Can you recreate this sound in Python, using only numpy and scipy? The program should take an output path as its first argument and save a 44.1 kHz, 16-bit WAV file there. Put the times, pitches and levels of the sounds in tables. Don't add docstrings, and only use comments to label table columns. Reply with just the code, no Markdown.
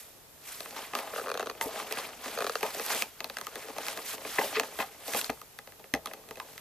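import sys
import numpy as np
from scipy import signal
from scipy.io import wavfile

SR = 44100
rng = np.random.default_rng(int(sys.argv[2]) if len(sys.argv) > 2 else 0)


def int16_out(signal):
    q = np.round(np.clip(np.atleast_2d(signal).T, -1, 1) * 32767)
    wavfile.write(sys.argv[1], SR, q.astype(np.int16))


N = 291456

# (time [s], nominal peak level [dB], body re peak [dB], crack re peak [dB],
# favoured pitch [Hz])
LOUD_SNAPS = [(0.605, -27, -13, -1.5, 655), (0.708, -32.5, -30, -3, 514), (0.762, -27.5, -11.5, -22, 885),
              (0.934, -21, -10, -19, 740), (0.951, -15, -12, -11, 1290), (0.988, -22, -12.5, -8, 550),
              (0.657, -25, -20, -18, 264), (5.721, -42.5, -7, -3, 1830), (5.795, -43, -4.5, -4, 814),
              (2.77, -42.5, 6.5, -12, 640), (1.611, -16, -17.5, -8.5, 1900), (1.799, -28, -6.5, -7, 1190),
              (1.91, -24.5, -11, -12, 439), (1.924, -26, -6, 5.5, 2500), (1.971, -22, -5.5, -26, 1630),
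              (1.985, -25, -11, -16, 484), (1.998, -32, -16, -30, 1200), (2.258, -26, -7, -10, 277),
              (2.279, -27, -9, -19, 456), (3.684, -31.5, -6, -7, 564), (3.866, -30, -16, 1, 1850),
              (2.608, -29, -15, -8, 773), (2.629, -14.5, -13.5, -14, 900), (2.663, -23, -18, -12, 909),
              (2.747, -28, -6.5, 0, 600), (2.796, -20, -12.5, -9, 463), (2.863, -28.5, -10.5, 3, 855),
              (2.902, -21, -20, -19, 815), (2.948, -31, -3.5, 8, 520), (3.022, -19.5, -13, -1, 2590),
              (3.204, -22.5, -19, -6.5, 644), (3.243, -22.5, -12.5, -5, 4300),
              (3.298, -23.5, -15.5, -10.5, 553), (3.369, -24, -15.5, -4, 1770),
              (3.385, -27.5, -12, -2.5, 1800), (3.412, -26, -16.5, -2, 1160),
              (3.468, -26.5, -16.5, -2.5, 1220), (3.556, -24.5, -14.5, -4.5, 503),
              (3.763, -29.5, -10, -19.5, 800), (3.783, -21, -12, -7.5, 696), (3.883, -22, -16.5, 0, 2600),
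              (3.974, -25.5, -11, -2.5, 1650), (3.987, -26, -13, -24, 650), (4.134, -29, -10.5, -18, 1510),
              (4.18, -31, -9.5, -11.5, 500), (4.215, -32.5, -6.5, -19, 603), (4.249, -25.5, -7.5, -22, 540),
              (4.384, -11.5, -7.5, -39.5, 1950), (4.411, -18.5, -13, -33, 860),
              (4.526, -28.5, -7, -23, 700), (4.568, -17.5, -14, -22, 2230), (4.597, -9.5, -19.5, -6.5, 620),
              (4.633, -25, -8, -10, 1690), (4.788, -23.5, -3.5, -12, 3700), (4.8, -17.5, -21, -27, 766),
              (5.08, -34, 0.5, 3, 730), (5.135, -20.5, -25, -4.5, 2050), (5.146, -17.5, -7, -13, 557),
              (5.213, -25, -17, -1, 3060), (5.244, -29, -14, -2, 4300), (5.295, -18.5, -13, -24, 740),
              (5.3, -23, -8, -7, 1770), (5.415, -34, -14.5, -3.5, 1330), (5.588, -30.5, -15, -3.5, 1750),
              (5.673, -34, -12.5, -7, 547), (5.841, -35, -11.5, -18, 423), (5.938, -13.5, -8, -5, 1870),
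              (6.058, -26.5, -13, -0.5, 1220), (6.071, -27, -15, -10, 3160), (6.111, -29, -9.5, -29, 630),
              (6.135, -26, -22, -9, 420), (6.288, -38, -17, -3.5, 620), (6.309, -25.5, -13.5, -12, 430),
              (6.356, -37.5, -30, -4, 2590), (6.371, -34.5, -8, -9, 500), (6.399, -20.5, -22.5, -15.5, 970),
              (6.578, -26.5, -62, -10, 1020)]
# (frequency [Hz], level [dB], decay time T60 [s])
PACK_MODES = [(224, -5.5, 0.055), (277, -1, 0.033), (445, 3, 0.046), (542, -0.5, 0.064), (644, 6, 0.026),
              (815, 0.5, 0.043), (897, -8, 0.1), (1040, -2, 0.027), (1234, -2.5, 0.031),
              (1690, 0.5, 0.0092), (2037, -2.5, 0.02), (2570, -0.5, 0.014), (3250, 5.5, 0.0044),
              (4300, 11, 0.003), (5640, 6, 0.0041), (6340, 2, 0.011), (8690, 9.5, 0.0014),
              (12740, 14.5, 0.0012)]
# (time [s], level [dB])
BEND_CURVE = [(0, -59), (0.4, -61), (0.79, -46), (0.91, -55.5), (1.1, -46.5), (1.45, -40), (1.56, -51),
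              (1.8, -43), (2.18, -50.5), (2.42, -41), (2.58, -51.5), (3.01, -48), (3.13, -62), (3.5, -63),
              (3.68, -47.5), (4.35, -49), (4.73, -50), (4.93, -55.5), (5.3, -55), (5.4, -59.5), (5.92, -66),
              (6.13, -53), (6.61, -52.5)]
# (peak time [s], level [dB], swell [s], fade [s], favoured pitch [Hz])
CRUMPLE_SURGES = [(0.95, -30.5, 0.039, 0.45, 1230), (1.625, -33, 0.051, 0.4, 900),
                  (1.98, -29, 0.07, 0.086, 1700), (2.645, -25, 0.037, 0.075, 960),
                  (2.91, -30.5, 0.044, 0.11, 840), (3.574, -34.5, 0.075, 0.031, 504),
                  (3.89, -34.5, 0.097, 0.079, 800), (4.387, -18, 0.044, 0.046, 1850),
                  (4.44, -28.5, 0.055, 0.07, 515), (4.556, -12, 0.024, 0.041, 2300),
                  (4.804, -16, 0.026, 0.056, 1830), (5.155, -31, 0.13, 0.084, 700),
                  (5.95, -36.5, 0.012, 0.12, 800)]
# (time [s], nominal peak level [dB], crack re peak [dB])
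TOOTH_CATCHES = [(1.136, -25, -17), (1.16, -21.5, -16), (1.179, -22.5, -10), (1.184, -25.5, -16),
                 (1.196, -23, -10), (1.213, -25, -10), (1.26, -24.5, -16), (1.27, -22, -12),
                 (1.282, -23, -9.5), (1.291, -26, 0), (1.3, -21.5, -6), (1.315, -19.5, -4), (1.341, -24, 1),
                 (1.351, -21.5, -18), (1.362, -37, -8), (1.374, -22.5, 0.5), (1.395, -21, -1.5),
                 (1.406, -21.5, -4), (1.427, -20.5, -9.5), (1.459, -32, 2), (1.47, -23.5, -1.5),
                 (1.498, -24.5, -1.5), (1.511, -30, -4), (2.374, -21, -4), (2.387, -21, -3),
                 (2.405, -18, -5), (2.421, -17, -5), (2.443, -18, -4), (2.466, -20, -1), (2.473, -27.5, 5),
                 (2.495, -18, -1.5), (2.554, -16.5, 0)]
# (frequency [Hz], level [dB], decay time T60 [s])
EDGE_MODES = [(431, -12, .06), (550, -8, 0.02), (684, -12, 0.022), (1175, -7.5, .018), (1524, -3.5, 0.0037),
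              (2600, -11.5, 0.015), (4270, 0, 0.0026), (6240, -7, 0.0044), (11150, -2.5, 0.0009)]
# (time [s], frequency [Hz], nominal level [dB], decay time T60 [s])
PANEL_RINGS = [(1.612, 914, -27.5, 0.095), (1.667, 445, -27, 0.093), (2.631, 431, -31, 0.13),
               (2.634, 915, -25.5, 0.096), (2.903, 832, -33, .1), (4.565, 438, -27, 0.2),
               (4.803, 773, -28.5, .15), (5.298, 707, -27.5, 0.055), (5.94, 442, -36, 0.16),
               (5.955, 764, -44, 0.14), (6.401, 1002, -38, 0.12)]
# (time [s], nominal peak level [dB])
PACK_BUMPS = [(1.659, -36.5), (4.801, -39), (5.146, -39.5), (5.297, -32), (5.938, -26.5), (6.312, -45.5)]
# (frequency [Hz], level [dB], decay time T60 [s])
LOW_MODES = [(62.3, -18, 0.26), (153, -20, 0.21), (276.6, 3, 0.075)]
# (peak time [s], nominal level [dB], swell [s], fade [s], brightness [dB per octave])
SLIDE_STROKES = [(0.001, -54, 0.083, 0.21, 3), (0.491, -47, 0.098, 0.57, 2),
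                 (0.784, -43, 0.071, 0.21, -1.5), (0.97, -44.5, 0.038, 0.32, -1),
                 (1.167, -45, 0.083, 0.17, 1), (1.614, -40.5, 0.0082, 0.087, 4),
                 (1.79, -42, 0.23, 0.13, -1), (2.005, -42.5, 0.31, 0.19, -1.5),
                 (2.244, -44, 0.069, 0.6, -0.5), (2.634, -41.5, 0.04, 0.11, -2.5),
                 (2.907, -36, 0.066, 0.16, 0), (3.019, -38.5, 0.73, 0.037, 1),
                 (3.376, -55.5, 0.63, 0.59, 0), (3.6, -48.5, 0.25, 0.3, -1), (3.891, -40, 0.2, .12, -0.6),
                 (4.132, -40.5, 0.25, 0.061, 1.5), (4.274, -45, 0.07, 0.92, 0),
                 (4.448, -39.5, 0.33, 0.15, 0.8), (4.568, -47.5, 0.15, 0.26, -1),
                 (4.819, -43.5, 0.1, 0.048, 3), (5.075, -45.5, 0.026, 0.36, 2.5),
                 (5.191, -35, .16, 0.04, 1.5), (5.262, -45, 0.14, 0.061, 0.5), (6.064, -54, .027, 0.13, -1),
                 (6.5, -58.5, 0.37, 2.7, 1.5)]
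# (frequency [Hz], density [dB per Hz])
SLIDE_SPECTRUM = [(470, -36), (800, -7), (2060, -7), (7420, -13), (14000, -12)]
# (frequency [Hz], density [dB per Hz])
FLOOR_SPECTRUM = [(15, -16), (25, -10), (65, -8.5), (155, -7), (220, -11.5), (430, -10.5), (950, -14),
                  (2200, -16.5), (8000, -18.5), (11300, -18.5), (14000, -12.5)]
# (frequency [Hz], likeness [0 to 1])
NEAR_LIKENESS = [(60, 0.56), (180, 0.98), (550, 1), (1640, 0.92), (4960, 0.67), (15000, 0.21)]
# (frequency [Hz], likeness [0 to 1])
ROOM_LIKENESS = [(60, 0.89), (240, 0.27), (950, 0.37), (3760, 0.027), (15000, 0.037)]
# (frequency [Hz], left re right [dB])
LEFT_RIGHT_BALANCE = [(180, 3), (550, 2), (1640, 0.5), (4960, 1), (15000, -3)]

BURST_MS = 1.09
DULL_DB_PER_DOUBLING = 17
RATTLE_S, RATTLE_DB = .012, -9
FAVOUR_DB, FAVOUR_OCTAVES = 8.5, 0.27
MODES_LOW_CUT_HZ = 142
SMALL_PER_S, BUSY_BEND_DB = 30, -46
SMALL_OVER_BEND_DB, SMALL_SPREAD_DB = 10, 3
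SMALL_BODY_DB, SMALL_CRACK_DB, SMALL_LOW_HZ, SMALL_HIGH_HZ = -9, -20, 420, 1500
SETTLE_DB, SETTLE_RISE_S, SETTLE_FALL_S = -2, 0.0045, 0.033
SLIPS_PER_S = 880
CREAK_DULLNESS_DB = 1.5
CRUMPLE_FALL_DB, CRUMPLE_FLUTTER_DB = 7.5, 3
EDGE_TRAVEL_MS = 1.6
EDGE_DETUNE = .05
CHATTER_DB, CHATTER_MS = -23, 4.9
RING_WOBBLE_DB = 4.5
ROOM_T60_S, ROOM_DB, WALL_CUT_HZ = 0.16, -20.5, 11000
FLOOR_DB = -52
MIC_TOP_HZ, CUTOFF_HZ = 14250, 15552


def pack(snaps, creak_db):
    s, peak_db, body_db, crack_db, favoured_hz = snaps.T
    grains = from_db(-31.0) * slips()
    release, rattle = snap_bursts(crack_db)
    crush = from_db(CRUMPLE_FLUTTER_DB * drift(99) - 33.0) * rng.standard_normal((2, N))
    luck_db = rng.normal(0, 1.5, (len(s), len(PACK_MODES)))
    at = (s * SR).astype(int)
    out = 0
    for k, (hz, level_db, t60) in enumerate(PACK_MODES):
        low, high = np.clip(np.log2([1300 / hz, hz / 2500]), 0, 1)
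        near_db = FAVOUR_DB * favour(hz, favoured_hz, FAVOUR_OCTAVES)
        colour_db = low * body_db + high * crack_db + near_db + luck_db[:, k]
        strength = from_db(peak_db + colour_db - 8.5)
        push = np.abs(release @ np.exp(-2j * np.pi * hz / SR * np.arange(release.shape[2])))
        jolt = release / np.maximum(push, .6)[..., None]
        octaves = np.log2(hz / 700)
        shapes = jolt + from_db(RATTLE_DB - 2 * octaves) * rattle
        drive = click_train(at, strength, shapes)
        creaking = from_db(creak_db) * grains + from_db(crumpling(hz)) * crush
        drive += from_db(-CREAK_DULLNESS_DB * octaves) * creaking
        out = out + (-1) ** k * from_db(level_db) * to_stereo(ring(drive, hz, t60), NEAR_LIKENESS, hz)
    return filtered(signal.butter(3, MODES_LOW_CUT_HZ, "high", fs=SR, output="sos"), out)


def snap_bursts(crack_db):
    after = np.arange(2000)
    burst_ms = BURST_MS * 2 ** (-crack_db / DULL_DB_PER_DOUBLING)
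    burst = after / (burst_ms[:, None, None] * SR / 3000)
    noise = rng.standard_normal((len(crack_db), 2, 2, len(after)))
    release = noise[:, 0] * burst * np.exp(-burst)
    rattle = noise[:, 1] * np.exp(-after / (RATTLE_S * SR))
    return [b / np.sqrt(np.sum(b ** 2, axis=2, keepdims=True)) for b in (release, rattle)]


def favour(hz, favoured_hz, octaves):
    return np.exp(-(np.log2(hz / favoured_hz) / octaves) ** 2)


def small_snaps(bend_db):
    s, keep, place, size = rng.random((400, 4)).T * [[N / SR], [1], [1], [1]]
    bend = bend_db[(s * SR).astype(int)]
    peak_db = bend + SMALL_OVER_BEND_DB + SMALL_SPREAD_DB * (4 * size - 2)
    favoured_hz = SMALL_LOW_HZ * (SMALL_HIGH_HZ / SMALL_LOW_HZ) ** place
    rows = np.transpose([s, peak_db, SMALL_BODY_DB + 0 * s, SMALL_CRACK_DB + 0 * s, favoured_hz])
    return rows[keep * len(s) * SR / N < SMALL_PER_S * from_db(bend - BUSY_BEND_DB)]


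def slips():
    born = rng.random(N) < SLIPS_PER_S * from_db(3.0 * drift(40)) / SR
    return rms_one(born) * rng.standard_normal((2, N))


def creak(bend_db):
    settling = [(s + SETTLE_RISE_S, db + body_db + SETTLE_DB, SETTLE_RISE_S, SETTLE_FALL_S)
                for s, db, body_db, *_ in LOUD_SNAPS]
    return 10 * np.log10(from_db(2 * bend_db) + from_db(2 * swells(settling)))


def crumpling(hz):
    return swells([(s, db - CRUMPLE_FALL_DB * np.log2(hz / own_hz) ** 2, swell_s, fade_s)
                   for s, db, swell_s, fade_s, own_hz in CRUMPLE_SURGES])


def catches():
    s, peak_db, crack_db = np.transpose(TOOTH_CATCHES)
    luck = rng.standard_normal((len(s), len(EDGE_MODES), 3))
    after = np.arange(800)
    noise = rng.standard_normal((len(s), 2, len(after)))
    chatter = from_db(CHATTER_DB) * noise * np.exp(-after / (CHATTER_MS * SR / 1000))
    out = 0
    for k, (hz, level_db, t60) in enumerate(EDGE_MODES):
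        at = ((s + EDGE_TRAVEL_MS / 1000 * np.sqrt(1000 / hz)) * SR).astype(int)
        high = np.clip(np.log2(hz / 2000), 0, 1)
        strength = from_db(peak_db + level_db + high * crack_db + luck[:, k, 0])
        shapes = chatter * min(hz / 2500, 1)
        shapes[:, 0, 0] = 1
        shapes[:, 1, int(SR / hz / 4)] = luck[:, k, 1]
        for way in (-1, 1):
            drive = click_train(at, strength * (np.sign(luck[:, k, 2]) == way), shapes)
            tone = ring(drive, hz * (1 + way * EDGE_DETUNE), t60)
            out = out + (-1) ** k * to_stereo(tone, NEAR_LIKENESS, hz)
    return filtered(signal.butter(2, 2 * MODES_LOW_CUT_HZ, "high", fs=SR, output="sos"), out)


def rings():
    out = 0
    for s, hz, db, t60 in PANEL_RINGS:
        click = np.zeros(N)
        click[round(s * SR)] = from_db(db)
        tone = to_stereo([ring(click, hz, t60), 0], NEAR_LIKENESS, hz)
        out = out + tone * from_db(RING_WOBBLE_DB * drift(27))
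    return filtered(signal.butter(2, [250, 1600], "band", fs=SR, output="sos"), out)


def bumps():
    clicks = np.zeros(N)
    clicks[[round(s * SR) for s, db in PACK_BUMPS]] = from_db(np.array(PACK_BUMPS)[:, 1])
    out = sum(from_db(db) * to_stereo([ring(clicks, hz, t60), 0], NEAR_LIKENESS, hz)
              for hz, db, t60 in LOW_MODES)
    return filtered(signal.butter(2, 50, "high", fs=SR, output="sos"), out)


def sliding():
    level_db = swells([row[:4] for row in SLIDE_STROKES])
    tilted_db = swells([(s, db + tilt, swell_s, fade_s) for s, db, swell_s, fade_s, tilt in SLIDE_STROKES])
    hiss = banded_noise(SLIDE_SPECTRUM, NEAR_LIKENESS, patchy_db=1.5, flicker_hz=55,
                        tilt_db=tilted_db - level_db)
    return from_db(level_db + 6.5) * hiss


def bedroom(x):
    out, dull = np.zeros((2, N)), np.exp(-2 * np.pi * WALL_CUT_HZ / SR)
    for k, lag in enumerate((np.geomspace(.011, .037, 12) * SR).astype(int)):
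        loop, gain, state = x.copy(), from_db(-60 * lag / SR / ROOM_T60_S), [0.]
        for i in range(lag, N, lag):
            back, state = signal.lfilter([gain * (1 - dull)], [1, -dull], loop[i - lag:i], zi=state)
            loop[i:i + lag] += back[:N - i]
        out[k % 2] += (loop - x) * (-1) ** (k // 2)
    return out


def room_floor():
    return from_db(FLOOR_DB) * banded_noise(FLOOR_SPECTRUM, ROOM_LIKENESS, patchy_db=.25, flicker_hz=8)


def banded_noise(spectrum, likeness, patchy_db, flicker_hz, tilt_db=0):
    out, together, edges = 0, drift(flicker_hz), 20 * 2 ** np.arange(0, 10.1, .5)
    white = rng.standard_normal((2, 2, N))
    for k, (low, high) in enumerate(zip(edges, edges[1:])):
        hz = np.sqrt(low * high)
        if spectrum[0][0] < hz:
            band = filtered(signal.butter(2, [low, high], "band", fs=SR, output="sos"), white[k % 2])
            flicker_db = patchy_db * (together + 1.38 * drift(flicker_hz))
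            gain = from_db(at_hz(spectrum, hz) + tilt_db * np.log2(hz / 4000) + flicker_db)
            out = out + gain * to_stereo(band, likeness, hz)
    return rms_one(out)


def ring(clicks, hz, t60):
    r, w = from_db(-60 / (t60 * SR)), 2 * np.pi * hz / SR
    return signal.lfilter([0, np.sin(w)], [1, -2 * r * np.cos(w), r * r], clicks + 1e-18)


def click_train(at, strengths, shapes):
    out = np.zeros((2, N + shapes.shape[2]))
    for i, gain, shape in zip(at, strengths, shapes):
        out[:, i:i + shapes.shape[2]] += gain * shape
    return out[:, :N]


def swells(rows):
    t, power = np.arange(0, N, 40) / SR, 1e-9
    for s, db, swell_s, fade_s in rows:
        below_db = 20 * np.maximum((s - t) / swell_s, (t - s) / fade_s)
        power = power + from_db(db - below_db) ** 2
    return np.interp(np.arange(N) / SR, t, 10 * np.log10(power))


def to_stereo(mid_side, likeness, hz):
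    sign = np.array([[1], [-1]])
    alike = np.clip(at_hz(likeness, hz), 0, 1)
    pair = np.sqrt(1 + alike) * mid_side[0] + np.sqrt(1 - alike) * mid_side[1] * sign
    return pair * from_db(at_hz(LEFT_RIGHT_BALANCE, hz) / 2 * sign) / np.sqrt(2)


def drift(rate):
    r = np.exp(-80 * np.pi * rate / SR)
    slow = signal.lfilter([1], [1, -2 * r, r * r], rng.standard_normal(N // 40 + 2002))[2000:]
    return np.interp(np.arange(N) / 40, np.arange(len(slow)), rms_one(slow))


def at_hz(points, hz):
    return np.interp(np.log(hz), np.log(np.array(points)[:, 0]), np.array(points)[:, 1])


def filtered(sections, x):
    return signal.sosfilt(sections, x)


def from_db(db):
    return 10 ** (np.asarray(db) / 20)


def rms_one(x):
    return x / np.sqrt(np.mean(x ** 2) + 1e-20)


def scene():
    bend_s, bend_points_db = np.transpose(BEND_CURVE)
    bend_db = np.interp(np.arange(N) / SR, bend_s, bend_points_db)
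    snaps = np.vstack([LOUD_SNAPS, small_snaps(bend_db)])
    near = pack(snaps, creak(bend_db)) + catches() + rings()
    direct = near + bumps() + sliding()
    direct = np.array([direct[0], np.roll(direct[1], 1)])
    return direct + from_db(ROOM_DB) * bedroom(near.mean(axis=0)) + room_floor()


def record(dry):
    top = filtered(signal.ellip(8, .5, 26, MIC_TOP_HZ, fs=SR, output="sos"), dry)
    return filtered(signal.cheby2(12, 70, CUTOFF_HZ * 1.04, fs=SR, output="sos"), top)


dry = scene()
out = record(dry)
int16_out(out)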